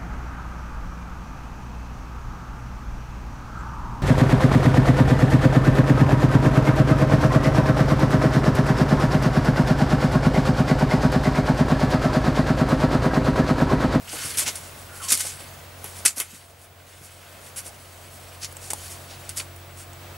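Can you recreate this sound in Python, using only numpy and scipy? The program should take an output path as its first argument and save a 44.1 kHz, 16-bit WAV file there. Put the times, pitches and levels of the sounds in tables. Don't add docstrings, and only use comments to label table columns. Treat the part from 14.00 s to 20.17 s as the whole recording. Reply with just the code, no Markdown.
import sys
import numpy as np
from scipy import signal
from scipy.fft import rfft, irfft
from scipy.io import wavfile

SR = 44100
rng = np.random.default_rng(int(sys.argv[2]) if len(sys.argv) > 2 else 0)


def wav_out(sig):
    wavfile.write(sys.argv[1], SR, np.round(np.clip(np.atleast_2d(sig).T, -1, 1) * 32767).astype(np.int16))


def volts_from_decibels(level):
    exponent = np.asarray(level, float) / 20
    return 10 ** exponent


N = 272086


def rms_one(x):
    return x / np.sqrt(np.mean(x ** 2) + 1e-20)


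def in_time(rows):
    s, *columns = np.transpose(rows)
    t = np.arange(N) / SR
    return [np.interp(t, s, column) for column in columns]


def at_hz(points, hz):
    table_hz, values = np.transpose(points)
    return np.interp(np.log(hz), np.log(table_hz), values)


def band(x, low_hz, high_hz, order=2):
    edges_hz = [low_hz, min(high_hz, .45 * SR)]
    return signal.sosfilt(signal.butter(order, edges_hz, "band", fs=SR, output="sos"), x)


def resonance(x, hz, width_hz):
    r = np.exp(-np.pi * width_hz / SR)
    feedback = [1, -2 * r * np.cos(2 * np.pi * hz / SR), r * r]
    return (1 - r * r) / 2 * signal.lfilter([1, 0, -1], feedback, x)


def drift(rate_hz):
    r = np.exp(-80 * np.pi * rate_hz / SR)
    noise = rng.standard_normal(N // 40 + 2002)
    slow = signal.lfilter([1], [1, -2 * r, r * r], noise)[2000:]
    return np.interp(np.arange(N) / 40, np.arange(len(slow)), rms_one(slow))


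def shaped(x, spectrum):
    hz = np.maximum(np.fft.rfftfreq(x.shape[-1], 1 / SR), 1)
    return rms_one(irfft(rfft(x) * volts_from_decibels(at_hz(spectrum, hz)), x.shape[-1]))


def add(out, s, piece):
    i = max(round(s * SR), 0)
    out[i:i + len(piece)] += piece


def hush(level_db):
    # (f/Hz, relative level per Hz/dB)
    hush_colour = [(18, -47), (30, -15.5), (59, -17.5), (73, -7), (92, -15.5), (144, -11.5), (168, -16),
                   (349, -19.5), (378, -18.5), (689, -14), (785, -17.5), (1220, -17.5), (1590, -20.5),
                   (6680, -30.5), (15400, -32)]
    # (f/Hz, likeness from 0 to 1)
    likeness = [(60, 1.0), (150, 0.99), (380, 0.81), (950, 0.58), (2380, 0.32), (5980, 0.5), (15000, 0.96)]
    mid, side = rfft(rng.standard_normal((2, N)))
    hz = np.maximum(np.fft.rfftfreq(N, 1 / SR), 1)
    alike = np.clip(at_hz(likeness, hz), 0, 1)
    pair = irfft(np.sqrt(1 + alike) * mid + np.sqrt(1 - alike) * side * [[1], [-1]], N)
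    noise = shaped(pair, hush_colour)
    noise = noise / np.std(band(noise, 380, 954))
    return noise * volts_from_decibels(level_db + 1.2 * drift(1.3))


def roar(level_db):
    mid, side = band(rng.standard_normal((2, N)), 480, 800)
    pair = rms_one(mid + 0.4 * side * [[1], [-1]])
    left_over_right_db = 1.5
    balance_db = left_over_right_db * np.array([[.5], [-.5]])
    return pair * volts_from_decibels(level_db + 1.5 * drift(3) + balance_db)


def tones():
    # (f/Hz, level at start/dB, level at end/dB)
    tone_rows = [(348, -72, -59), (694.4, -70.5, -60), (7812, -76, -65)]
    whine_hz, whine_db = 15625, -59
    t = np.arange(N) / SR
    out = np.zeros(N)
    for hz, start_db, end_db in tone_rows:
        level_db = np.linspace(start_db, end_db, N) + 0.86 * drift(5)
        out += volts_from_decibels(level_db) * np.sin(2 * np.pi * hz * t + 1.8 * drift(1))
    out += volts_from_decibels(whine_db + .8 * drift(2.5)) * np.sin(2 * np.pi * whine_hz * t)
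    return np.sqrt(2) * out


def engine(level_db):
    # (multiple of the engine tone, level re engine/dB)
    orders = [(.5, -14), (1, 1.5), (1.5, -8), (2, -31), (3, -21)]
    engine_hz = 90.7
    turn = 2 * np.pi * engine_hz * np.arange(N) / SR + 0.35 * drift(2.5)
    level_db = level_db + 0.8 * drift(7)
    out = np.zeros(N)
    for k, db in orders:
        phase = k * turn + 0.2 * drift(1.6) + rng.uniform(0, 2 * np.pi)
        out += np.sqrt(2) * volts_from_decibels(level_db + db + 0.62 * drift(5)) * np.sin(phase)
    return out


def thuds(rise_s):
    # (t/s, level/dB, centre f/Hz)
    thud_rows = [(0.13, -38, 470), (0.243, -35.5, 165), (0.416, -39.5, 536), (0.462, -36, 275),
                 (0.479, -38.5, 538), (1.115, -34.5, 176), (1.245, -38.5, 480), (1.399, -45, 468),
                 (1.84, -41.5, 299), (2.053, -39.5, 187), (2.17, -34, 480), (2.199, -37, 438),
                 (2.329, -44, 188), (3.009, -44, 215), (3.659, -39, 400), (4.702, -38.5, 332.5),
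                 (4.731, -43, 535), (5.397, -43, 649)]
    t60_s = 0.13
    out, t = np.zeros(N + SR), np.arange(SR // 4) / SR
    shape = (1 - np.exp(-t / rise_s)) * volts_from_decibels(-60 * t / t60_s)
    shape = shape / shape.max()
    for s, db, hz in thud_rows:
        noise = rms_one(band(rng.standard_normal(len(t)), hz / 2.23, hz * 1.95))
        add(out, s, volts_from_decibels(db) * shape * noise)
    return out[:N]


def squeaks():
    # (start t/s, end t/s, start f/Hz, end f/Hz, peak level before wavering/dB)
    squeak_rows = [(.07, 0.142, 2950, 2950, -41), (0.133, 0.279, 1497, 1420, -42.5),
                   (0.882, 0.994, 1450, 1390, -43), (0.997, 1.034, 1507, 1110, -37.5),
                   (1.018, 1.095, 1073, 1070, -40.5), (1.016, 1.066, 3030, 3030, -42),
                   (1.108, 1.149, 1250, 1210, -34.5), (1.20, 1.283, 1520, 1477, -47),
                   (5.368, 5.401, 9210, 9200, -36)]
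    clean_below_hz, clean_radians, rough_radians = 1300, 0.6, 1.25
    waver_db = 3.0
    out = np.zeros(N + SR)
    for start, end, start_hz, end_hz, db in squeak_rows:
        size = round((end - start) * SR)
        rough = clean_radians if end_hz < clean_below_hz else rough_radians
        waver = rms_one(signal.lfilter([1], [1, -.985], rng.standard_normal((2, size))))
        glide_hz = np.linspace(start_hz, end_hz, size)
        turn = 2 * np.pi * np.cumsum(glide_hz) / SR + rough * waver[0]
        fade = signal.windows.tukey(size, .4)
        add(out, start, volts_from_decibels(db + waver_db * waver[1]) * fade * np.sin(turn))
    return out[:N]


def taps():
    # (t/s, crack peak level/dB, ring f/Hz, knock re crack peak/dB)
    tap_rows = [(0.3914, -10.5, 10400, -25), (0.4784, -15, 10000, -14), (0.5544, -24, 10000, -20),
                (1.1199, -6.5, 9000, -28), (1.1253, -5, 10000, -30), (1.1749, -12, 9700, -25),
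                (1.2074, -10.5, 8300, -28), (1.8425, -21, 11200, -9), (2.0593, -12, 7800, -25),
                (2.2004, -4, 11700, -22), (4.5248, -30, 10310, -14), (4.568, -22, 7800, -15),
                (4.7033, -19, 8200, -13), (4.7335, -13.5, 8400, -4), (4.8801, -29, 5230, -22),
                (5.2929, -16, 8600, -25), (5.5622, -33, 10200, -16), (5.9324, -33, 7810, -12)]
    contact_t60_s, knock_t60_s, knock_hz = 0.016, 0.014, 880
    out, t = np.zeros(N + SR), np.arange(SR // 10) / SR
    knock = volts_from_decibels(-60 * t / knock_t60_s) * np.sin(2 * np.pi * knock_hz * t)
    for s, db, ring_hz, knock_db in tap_rows:
        contact = rng.standard_normal(len(t)) * volts_from_decibels(-60 * t / contact_t60_s)
        crack = band(contact, 2800, 11700, order=1) + 5.0 * resonance(contact, ring_hz, 600)
        add(out, s, volts_from_decibels(db) * (crack / np.abs(crack).max() + volts_from_decibels(knock_db) * knock))
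    return out[:N]


def grains(size, per_s, spread_db):
    draw = rng.random((size, 3))
    big = volts_from_decibels(spread_db * np.minimum(-np.log(draw[:, 0] + 1e-9), 4))
    sign = np.sign(draw[:, 1] - .5)
    present = draw[:, 2] < per_s / SR
    return rms_one(big * sign * present)


def strokes():
    # (start of hold t/s, hold/s, grit level before the blade rings/dB, blade body re grit/dB)
    stroke_rows = [(0.16, 0.27, -35.5, -6), (0.7, 0.2, -52, -5), (1.09, 0.14, -35, -10),
                   (1.3, .12, -44, -5), (1.85, 0.18, -46, -9), (2.22, 0.12, -41, -7), (2.88, 0.64, -49, -3),
                   (3.56, 0.95, -50, -5), (4.78, 0.1, -41, -12), (5.2, 0.1, -51, -1)]
    rise_db_per_s, fall_db_per_s = 120, 60
    grit_rest_db, body_rest_db = -63, -57
    t = np.arange(N) / SR
    out = volts_from_decibels([[grit_rest_db], [body_rest_db]]) * np.ones((2, N))
    for s, hold, db, body_db in stroke_rows:
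        before_s, after_s = np.maximum(s - t, 0), np.maximum(t - s - hold, 0)
        fade_db = rise_db_per_s * before_s + fall_db_per_s * after_s
        out = np.maximum(out, volts_from_decibels(db - fade_db + np.array([[0], [body_db]])))
    return out


def slide(patchy_db):
    # (f/Hz, relative level per Hz/dB)
    grit_colour = [(1470, -19), (2500, -11), (3060, -1.5), (3360, -4), (5640, -3), (6140, -2), (8870, 0),
                   (12000, 1), (15600, -28), (22000, -120)]
    hiss = shaped(grains(N, 16000, 2.5), grit_colour)
    edges_hz = np.geomspace(1500, 16500, 13)
    grit = np.zeros(N)
    for low_hz, high_hz in zip(edges_hz, edges_hz[1:]):
        grit += band(hiss, low_hz, high_hz) * volts_from_decibels(patchy_db * drift(10.4))
    grit = rms_one(grit) * volts_from_decibels(1.7 * drift(27))
    body = rms_one(band(grains(N, 9000, 2.3), 1200, 3500)) * volts_from_decibels(2.2 * drift(28))
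    rumble = rms_one(band(grains(N, 3000, 2.3), 180, 650)) * volts_from_decibels(-18 + 2.2 * drift(12))
    pressure, body_gain = strokes()
    return pressure * (grit + rumble) + body_gain * body


def crunch(shape, hz, body_db, octaves):
    clump_db = 2.3
    clumps = np.repeat(volts_from_decibels(clump_db * rng.standard_normal(len(shape) // 64 + 1)), 64)[:len(shape)]
    burst = grains(len(shape), 12000, 2.84) * clumps
    grit = rms_one(band(burst, hz * 2 ** -octaves, hz * 2 ** octaves, order=1))
    grit = grit + 0.47 * rms_one(resonance(burst, hz, 2250))
    body = volts_from_decibels(body_db) * rms_one(band(burst, 1660, 3900) + resonance(burst, 1500, 240))
    return shape / shape.max() * (grit + body)


def rustles():
    # (centre t/s, level before the blade rings/dB, grit centre f/Hz)
    rustle_rows = [(0.1339, -35, 9200), (0.2157, -38, 5940), (0.2603, -31, 9200), (0.2894, -35.5, 9900),
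                   (0.3949, -22.5, 9300), (0.4188, -28, 7830), (0.4819, -28, 5570), (0.6537, -45.5, 8100),
                   (0.8, -47.5, 10800), (0.9736, -42, 11400), (1.0442, -34.5, 8700), (1.1348, -29.5, 10000),
                   (1.2074, -25, 8900), (1.2406, -35, 8700), (1.268, -30, 8730), (1.3048, -38, 7830),
                   (1.9805, -41.5, 9500), (2.184, -21, 11700), (2.3502, -43, 8500), (2.634, -45, 11260),
                   (3.0488, -40, 10800), (3.4688, -44, 9260), (3.5902, -29, 10000), (3.669, -36, 9500),
                   (4.1488, -48, 10900), (4.4407, -32, 5490), (4.6394, -42, 7900), (4.6692, -42, 8160),
                   (4.849, -42, 10060), (4.9191, -39.5, 8980), (5.1244, -47.5, 4290),
                   (5.3841, -31.5, 10810), (5.8041, -44, 8960)]
    firm_spread_s, wider_s_per_db, firm_db = 0.0135, 0.0009, -31
    out, t = np.zeros(N + SR), np.arange(-SR // 10, SR // 10) / SR
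    for s, db, hz in rustle_rows:
        spread_s = firm_spread_s + wider_s_per_db * max(firm_db - db, 0)
        swell = np.exp(-.5 * (t / spread_s) ** 2)
        add(out, s + t[0], volts_from_decibels(db) * crunch(swell, hz, body_db=-18, octaves=1.0))
    return out[:N]


def bites(rise_s):
    # (t/s, level before the blade rings/dB, grit centre f/Hz, blade body re level/dB, 60 dB fall/s)
    bite_rows = [(0.0916, -38.5, 5070, -26, .09), (0.371, -21, 10500, -29, .18),
                 (0.4616, -30, 5500, -3, .17), (0.5543, -33, 10000, -30, .16),
                 (1.0823, -25.5, 7340, -30, .18), (1.1023, -19, 7700, -30, .22),
                 (1.1199, -13, 10000, -22, .13), (1.1732, -30, 9660, -22, .14),
                 (1.8427, -39, 11300, -9, .25), (2.0504, -13, 9900, -12.5, .14),
                 (2.0592, -8, 7800, -15, .12), (2.2009, -16, 10500, -8, .11), (3.5603, -30, 10700, -12, .2),
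                 (4.7026, -25.5, 8360, -14, .07), (5.2918, -34, 9800, -30, .11),
                 (5.368, -27.5, 8780, -30, .17), (5.397, -33, 4000, -2, .06)]
    out, t = np.zeros(N + SR), np.arange(SR // 4) / SR
    for s, db, hz, body_db, t60 in bite_rows:
        shape = (1 - np.exp(-t / rise_s)) * volts_from_decibels(-60 * t / t60)
        add(out, s, volts_from_decibels(db) * crunch(shape, hz, body_db, octaves=1.0))
    return out[:N]


def blade(x, ring_db):
    # (f/Hz, width/Hz, level before ring_db is added/dB)
    resonances = [(1520, 32, -1.5), (2150, 64, 6), (2590, 71, -9), (4510, 89, 6), (5530, 280, -13),
                  (7190, 46, 3.5), (8460, 55, -6), (8350, 90, -19), (8940, 18, -9), (9350, 80, -16),
                  (9950, 200, -8), (10000, 75, -19), (11000, 120, -15.5), (11700, 140, -23)]
    out = x
    for k, (hz, width_hz, db) in enumerate(resonances):
        out = out + (-1) ** k * volts_from_decibels(ring_db + db) * resonance(x, hz, width_hz)
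    return out


def dulled(steel):
    dull_hz, dull_db = 11400, -31.5
    low = signal.sosfilt(signal.butter(4, dull_hz, fs=SR, output="sos"), steel)
    high = signal.sosfilt(signal.butter(4, dull_hz, "high", fs=SR, output="sos"), steel)
    return low + volts_from_decibels(dull_db) * high


def tunnel(x):
    t60_s, echo_db = 0.068, -14.5
    t = np.arange(SR // 4) / SR
    echo = rng.standard_normal((2, len(t))) * volts_from_decibels(-60 * t / t60_s) * (t > .003)
    echo = band(echo, 140, 12500)
    echo /= np.sqrt(np.sum(echo ** 2, axis=1, keepdims=True))
    return x + volts_from_decibels(echo_db) * signal.fftconvolve(x[None], echo, axes=1)[:, :N]


def scene():
    # (t/s, engine level/dB, roar level/dB)
    approach = [(0, -52, -66), (1.3, -49.5, -60), (2.4, -50.5, -55), (3.7, -49.5, -52), (4.55, -47.5, -53),
                (6.17, -46.5, -60)]
    engine_db, roar_db = in_time(approach)
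    background = hush(-50.7) + roar(roar_db) + tones() + engine(engine_db)
    grit = slide(patchy_db=0.7) + rustles() + bites(rise_s=0.00095)
    steel = dulled(blade(grit, ring_db=2.5))
    spade = steel + taps() + squeaks() + thuds(rise_s=0.0021)
    return background + tunnel(spade)


def gain_control(x):
    hold_db, sense_s, recover_db_per_s = -14.5, 0.012, 2.5
    r = np.exp(-1 / (sense_s * SR))
    ramp_db = recover_db_per_s * np.arange(N) / SR
    power = signal.lfilter([1 - r], [1, -r], np.mean(x ** 2, axis=0))
    excess_db = np.maximum(10 * np.log10(power + 1e-12) - hold_db, 0)
    over_db = np.maximum.accumulate(excess_db + ramp_db) - ramp_db
    return x * volts_from_decibels(-over_db)


def top_cut(x):
    return signal.sosfilt(signal.butter(12, 16850, fs=SR, output="sos"), x)


def record(dry):
    steady = gain_control(dry)
    no_bass = signal.sosfilt(signal.butter(4, 36, "high", fs=SR, output="sos"), steady)
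    rounded = np.tanh(no_bass)
    mix = signal.sosfilt(signal.ellip(12, .5, 70, 15760, fs=SR, output="sos"), rounded)
    return top_cut(mix)


dry = scene()
out = record(dry)
wav_out(out)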